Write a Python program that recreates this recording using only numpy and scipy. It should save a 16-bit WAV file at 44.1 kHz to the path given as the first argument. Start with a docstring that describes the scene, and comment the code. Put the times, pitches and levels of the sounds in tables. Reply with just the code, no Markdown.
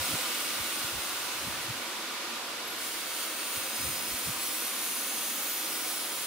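"""A handheld vaporiser blows into a beehive in a meadow, a few metres away; its burner rushes throughout.
At first the vapour jet hisses, ringing the nozzle near 9 kHz, and light wind bumps the microphone.
The jet dies down near 1.9 s, spits, and surges back at 2.8 s; more wind bumps follow around 4 s.
The hiss crests near 5 s with faint whistles, swept by the gap at the hive entrance as the hand moves."""
import sys
import numpy as np
from scipy import signal
from scipy.fft import rfft, irfft, next_fast_len
from scipy.io import wavfile
from scipy.ndimage import uniform_filter1d, map_coordinates

SR = 44100
rng = np.random.default_rng(int(sys.argv[2]) if len(sys.argv) > 2 else 0)


def dump_mix(stems):
    """Bounce the given channels to the path in sys.argv[1] as a 16-bit WAV at rate SR."""
    frames = np.atleast_2d(stems).T  # one column per channel
    limited = np.clip(frames, -1, 1)  # hard clip at full scale
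    pcm = np.round(limited * 32767).astype(np.int16)
    wavfile.write(sys.argv[1], SR, pcm)


N = 276066

# Vapour blasts. Each row: start, crest and end in seconds, strength in dB.
VAPOUR_BLASTS = [(-1, -.5, 1.86, -2.1), (2.77, 5.05, 7, 0)]
# Jet, burner and wind spectra. Each row: frequency in Hz, relative density in dB.
HISS_SPECTRUM = [(1000, -22), (2200, 1), (3500, 1.5), (5000, 2), (7000, 1.5), (8200, 2), (10000, 1.5),
                 (11800, 2), (13200, 1.5), (14000, 2.5), (15500, 3.5), (16500, -4)]
BURNER_SPECTRUM = [(25, -56), (60, -23), (110, -17), (165, -15), (230, -3.5), (400, -8), (700, -7.5),
                   (1200, -3.5), (1700, -3), (3000, -1.5), (4500, -3.5), (7000, -8.5), (11000, -11.5),
                   (16000, -18)]
WIND_SPECTRUM = [(20, -27.5), (45, -5), (80, -3), (130, -3.5), (220, -8.5), (500, -32), (1500, -90)]
# Stereo likeness of jet and burner. Each row: frequency in Hz, left-right correlation.
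HISS_COHERENCE = [(4000, 1), (7000, 0.39), (9000, 1), (12000, 0.53), (15500, 0.76)]
BURNER_COHERENCE = [(100, 1), (350, 0.956), (800, 0.75), (1300, 0.68), (1900, 0.57), (3000, 0.34),
                    (5000, 0.082), (8000, 0.039), (15000, 0.091)]
# Nozzle and burner tube resonances. Each row: centre in Hz, width in Hz, gain in dB.
NOZZLE_MODES = [(6200, 210, 0), (8660, 200, 0), (8350, 86, -9), (9180, 290, 8), (9800, 250, -8),
                (11000, 120, -16), (12300, 250, -21.5), (13720, 220, -19)]
TUBE_MODES = [(328, 66, 7), (526, 153, 7), (743, 103, 5), (977, 120, 5), (1220, 260, 4.5), (1451, 56, 5),
              (2230, 53, 3.9), (2590, 100, 1), (4040, 500, 1)]
# Gap between nozzle and hive. Each row: time in seconds, antiresonance in Hz.
GAP_NOTCH_PATH = [(0, 12500), (2.6, 12400), (2.9, 11650), (3.8, 10800), (4.36, 11700), (4.78, 16300),
                  (5.57, 16200), (5.8, 13400), (6, 12200), (6.26, 11700)]
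# Gap peaks and dips. Each row: ratio to the antiresonance, relative width, gain in dB at full coupling.
GAP_BANDS = [(.29, .1, -14), (.4, 0.086, 5.5), (.51, 0.015, -4), (.61, 0.03, 4), (.725, 0.028, -0.5),
             (.86, .05, 4.5), (1, 0.024, -7.5), (1.16, .03, 3.5)]
# Jet whistles. Each row: centre and sigma in seconds, pitch and width in Hz, level in dB.
EDGE_TONES = [(.1, 0.18, 10900, 200, -55), (1.63, .05, 10870, 160, -53), (2.702, 0.039, 11650, 140, -46.5),
              (3.897, 0.21, 5080, 100, -47), (5.03, 0.47, 9900, 650, -43.5), (5.496, .16, 13750, 500, -43),
              (5.85, 0.27, 5000, 202, -52), (5.85, 0.204, 5620, 200, -49.5)]
# Gusts. Each row: centre and sigma in seconds, level in dB.
WIND_GUSTS = [(.06, .09, -50), (.8, 0.35, -63), (1.58, 0.13, -56), (4.114, 0.27, -55)]
# Eddies on the microphone. Each row: centre in seconds, level in dB, sigma in seconds, pitch in Hz.
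WIND_EDDIES = [(0.005, -42, 0.017, 108), (0.123, -44.5, 0.034, 226), (0.141, -36.5, 0.0092, 161),
               (0.606, -48, .016, 101), (0.846, -43, 0.0051, 113), (0.963, -45.5, 0.019, 87),
               (1.481, -39, 0.0068, 160), (1.701, -37, 0.0079, 120), (3.58, -49, 0.011, 96),
               (3.866, -44, 0.041, 110), (4.133, -46, 0.0094, 90), (4.287, -39.5, 0.015, 124)]
# Stereo balance. Each row: frequency in Hz, left minus right in dB.
BALANCE_DB = [(60, -0.5), (110, -0.5), (200, -1.0), (380, -1.5), (700, -1), (1290, -1.5), (2380, -3),
              (4400, -1.0), (8120, 1), (15000, -1.0)]
# Stereo phase. Each row: frequency in Hz, left lead in radians.
LEFT_LEAD_RAD = [(50, 0.18), (400, -0.04), (1200, -0.3), (2200, 0.71), (4500, -1.1), (6000, -1),
                 (9000, -0.78), (12000, -0.013), (14500, -1.05), (15800, -0.18)]


def jet(gain_db=-35.5, ring_db=-5.5, ring_fade_db_per_s=1.05):
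    """Fluttering vapour hisses and rings the nozzle; both pass through the gap."""
    flow = vapour_flow()
    hiss = turbulence(lambda hz: amp(log_interp(HISS_SPECTRUM, hz)), HISS_COHERENCE, patchy_db=2.7)
    nozzle = lambda hz: sum(amp(db) * resonance(hz, centre, width) for centre, width, db in NOZZLE_MODES)
    ring = turbulence(nozzle, [(9000, .85)], patchy_db=1.5)
    ring_gain = amp(ring_db - ring_fade_db_per_s * np.arange(N) / SR)
    flutter = amp(.55 * wobble(rate_hz=18) + .22 * wobble(rate_hz=45))
    return amp(gain_db) * flutter * hive_gap(flow * (hiss + ring_gain * ring))


def vapour_flow(attack_s=.028, release_s=.25, arch_db_per_s2=.97):
    """Each blast opens with fading surges, arches over its crest and peters out."""
    surge_depth_db, surge_fade_s, surge_hz, surge_delay_s = 1.94, 1.4, 2.97, .09
    leak_share, leak_s = .43, .28  # some vapour seeps out ahead of the blast
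    time_s, flow = np.arange(N) / SR, np.zeros(N)
    for start_s, crest_s, end_s, strength_db in VAPOUR_BLASTS:
        age_s = np.maximum(time_s - start_s, 0)
        surge = np.cos(2 * np.pi * surge_hz * (age_s - surge_delay_s))
        surge_db = surge_depth_db * np.exp(-age_s / surge_fade_s) * surge
        rise = (1 - leak_share) * step(start_s, attack_s) + leak_share * step(start_s, leak_s)
        gate = rise * (1 - step(end_s, release_s))
        flow += gate * amp(strength_db - arch_db_per_s2 * (time_s - crest_s) ** 2 + surge_db)
    return flow


def hive_gap(x, corner_hz=6000, loose_coupling=.36, tight_coupling=.95, seated_s=2.4):
    """The unsteady hand shifts the nozzle in the entrance; the gap's peaks and dips slide together."""
    hz, frame_s, spectra = signal.stft(x, SR, nperseg=512)
    tremor = 1 + .016 * np.interp(frame_s * SR, np.arange(N), wobble(rate_hz=11))
    notch_hz = tremor * np.interp(frame_s, *np.transpose(GAP_NOTCH_PATH))
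    ratio = (hz[:, None] + 1) / notch_hz
    shape_db = sum(db * np.exp(-.5 * (np.log(ratio / at) / width) ** 2) for at, width, db in GAP_BANDS)
    highpass = 1 - 1 / (1 + (hz[:, None] / corner_hz) ** 8)  # only waves shorter than the gap feel it
    coupling = np.where(frame_s < seated_s, loose_coupling, tight_coupling)
    return signal.istft(spectra * amp(shape_db * highpass * coupling), SR, nperseg=512)[1][:, :N]


def whistles():
    """The jet catches an edge and sings in narrow bands."""
    out = np.zeros(N)
    for centre_s, sigma_s, pitch_hz, width_hz, level_db in EDGE_TONES:
        tone = filtered(rng.standard_normal(N), lambda hz: resonance(hz, pitch_hz, width_hz))
        out += amp(level_db) * swell(centre_s, sigma_s) * unit_rms(tone)
    return out


def burner(gain_db=-36.5, settled_db=-.5, excess_db=3.5, settle_s=1.65, crossover_hz=1900):
    """A steady rush coloured by the tube's resonances; starts strong, dulls as it settles."""
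    tube_db = lambda hz: sum(db * resonance(hz, centre, width) for centre, width, db in TUBE_MODES)
    colour = lambda hz: amp(log_interp(BURNER_SPECTRUM, hz) + tube_db(hz))
    rush = turbulence(colour, BURNER_COHERENCE, patchy_db=1.1)
    body = filtered(rush, lambda hz: 1 / (1 + (hz / crossover_hz) ** 4))
    fizz = rush - body
    drive_db = settled_db + excess_db * np.exp(-np.arange(N) / SR / settle_s) + .25 * wobble(rate_hz=14)
    return amp(gain_db) * (amp(.82 * drive_db) * body + amp(1.47 * drive_db) * fizz)


def wind(calm_db=-88):
    """A breeze rumbles in gusts; single eddies bump the microphone."""
    breeze = amp(calm_db) + sum(amp(db) * swell(at_s, sigma_s) for at_s, sigma_s, db in WIND_GUSTS)
    flutter = amp(2.5 * wobble(rate_hz=16))
    rumble = turbulence(lambda hz: amp(log_interp(WIND_SPECTRUM, hz)), [(100, .56)], patchy_db=5)
    air = breeze * flutter * rumble
    for centre_s, level_db, sigma_s, pitch_hz in WIND_EDDIES:
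        envelope = swell(centre_s, sigma_s)
        push = rng.standard_normal(N) + .35 * rng.standard_normal((2, N))  # shared + per port
        eddy = filtered(envelope * push, lambda hz: (hz / pitch_hz) ** 2.5 / (1 + (hz / pitch_hz) ** 6))
        air += amp(level_db) * unit_rms(eddy) * np.sqrt(np.mean(envelope ** 2))
    return air


def turbulence(colour, coherence, patchy_db):
    """Stereo noise of rms 1 with narrow, slowly drifting patches of gain."""
    spectra = signal.stft(rng.standard_normal((2, N)), nperseg=2048)[2]
    patches = uniform_filter1d(rng.standard_normal(spectra.shape[1:]), size=4, axis=0)
    patches = uniform_filter1d(patches, size=28, axis=1)
    pair = signal.istft(spectra * amp(patchy_db * unit_rms(patches)), nperseg=2048)[1][:, :N]
    spread_rad = lambda hz: np.arccos(np.clip(log_interp(coherence, hz), -1, 1)) / 2
    mid, side = filtered(pair, lambda hz: colour(hz) * [np.cos(spread_rad(hz)), np.sin(spread_rad(hz))])
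    return unit_rms(np.array([mid + side, mid - side]))


def amp(db):
    """Decibels to gain."""
    return 10 ** (np.asarray(db) / 20)


def unit_rms(x):
    """Scale to rms 1."""
    return x / np.sqrt(np.mean(x ** 2) + 1e-20)


def log_interp(points, hz):
    """Interpolate (Hz, value) points on a log axis."""
    knots_hz, values = np.transpose(points)
    return np.interp(np.log(hz + 1), np.log(knots_hz + 1), values)


def wobble(rate_hz):
    """Smooth random curve through knots at rate_hz."""
    knots = rng.standard_normal(int(N * rate_hz / SR) + 4)
    return map_coordinates(knots, [np.arange(N) * rate_hz / SR])


def swell(centre_s, sigma_s):
    """Gaussian envelope, peak 1."""
    return np.exp(-.5 * ((np.arange(N) / SR - centre_s) / sigma_s) ** 2)


def step(centre_s, tau_s):
    """Smooth step from 0 to 1."""
    return .5 + .5 * np.tanh((np.arange(N) / SR - centre_s) / (2 * tau_s))


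def resonance(hz, centre_hz, width_hz):
    """Lorentzian curve, peak 1."""
    return 1 / (1 + (2 * (hz - centre_hz) / width_hz) ** 2)


def filtered(x, response):
    """Apply a complex frequency response."""
    size = next_fast_len(N + SR // 2)
    return irfft(rfft(x, size) * response(np.fft.rfftfreq(size, 1 / SR)), size)[..., :N]


def scene():
    """Vaporiser slightly to the right, mostly earlier and louder there; wind on the microphone."""
    vaporiser = burner() + jet() + whistles()
    left = lambda hz: amp(log_interp(BALANCE_DB, hz) / 2) * np.exp(.5j * log_interp(LEFT_LEAD_RAD, hz))
    return filtered(vaporiser, lambda hz: np.array([left(hz), 1 / left(hz)])) + wind()


def record(dry, cutoff_hz=15750):
    """Brick-wall low-pass."""
    return filtered(dry, lambda hz: hz < cutoff_hz)


dry = scene()
out = record(dry)
dump_mix(out)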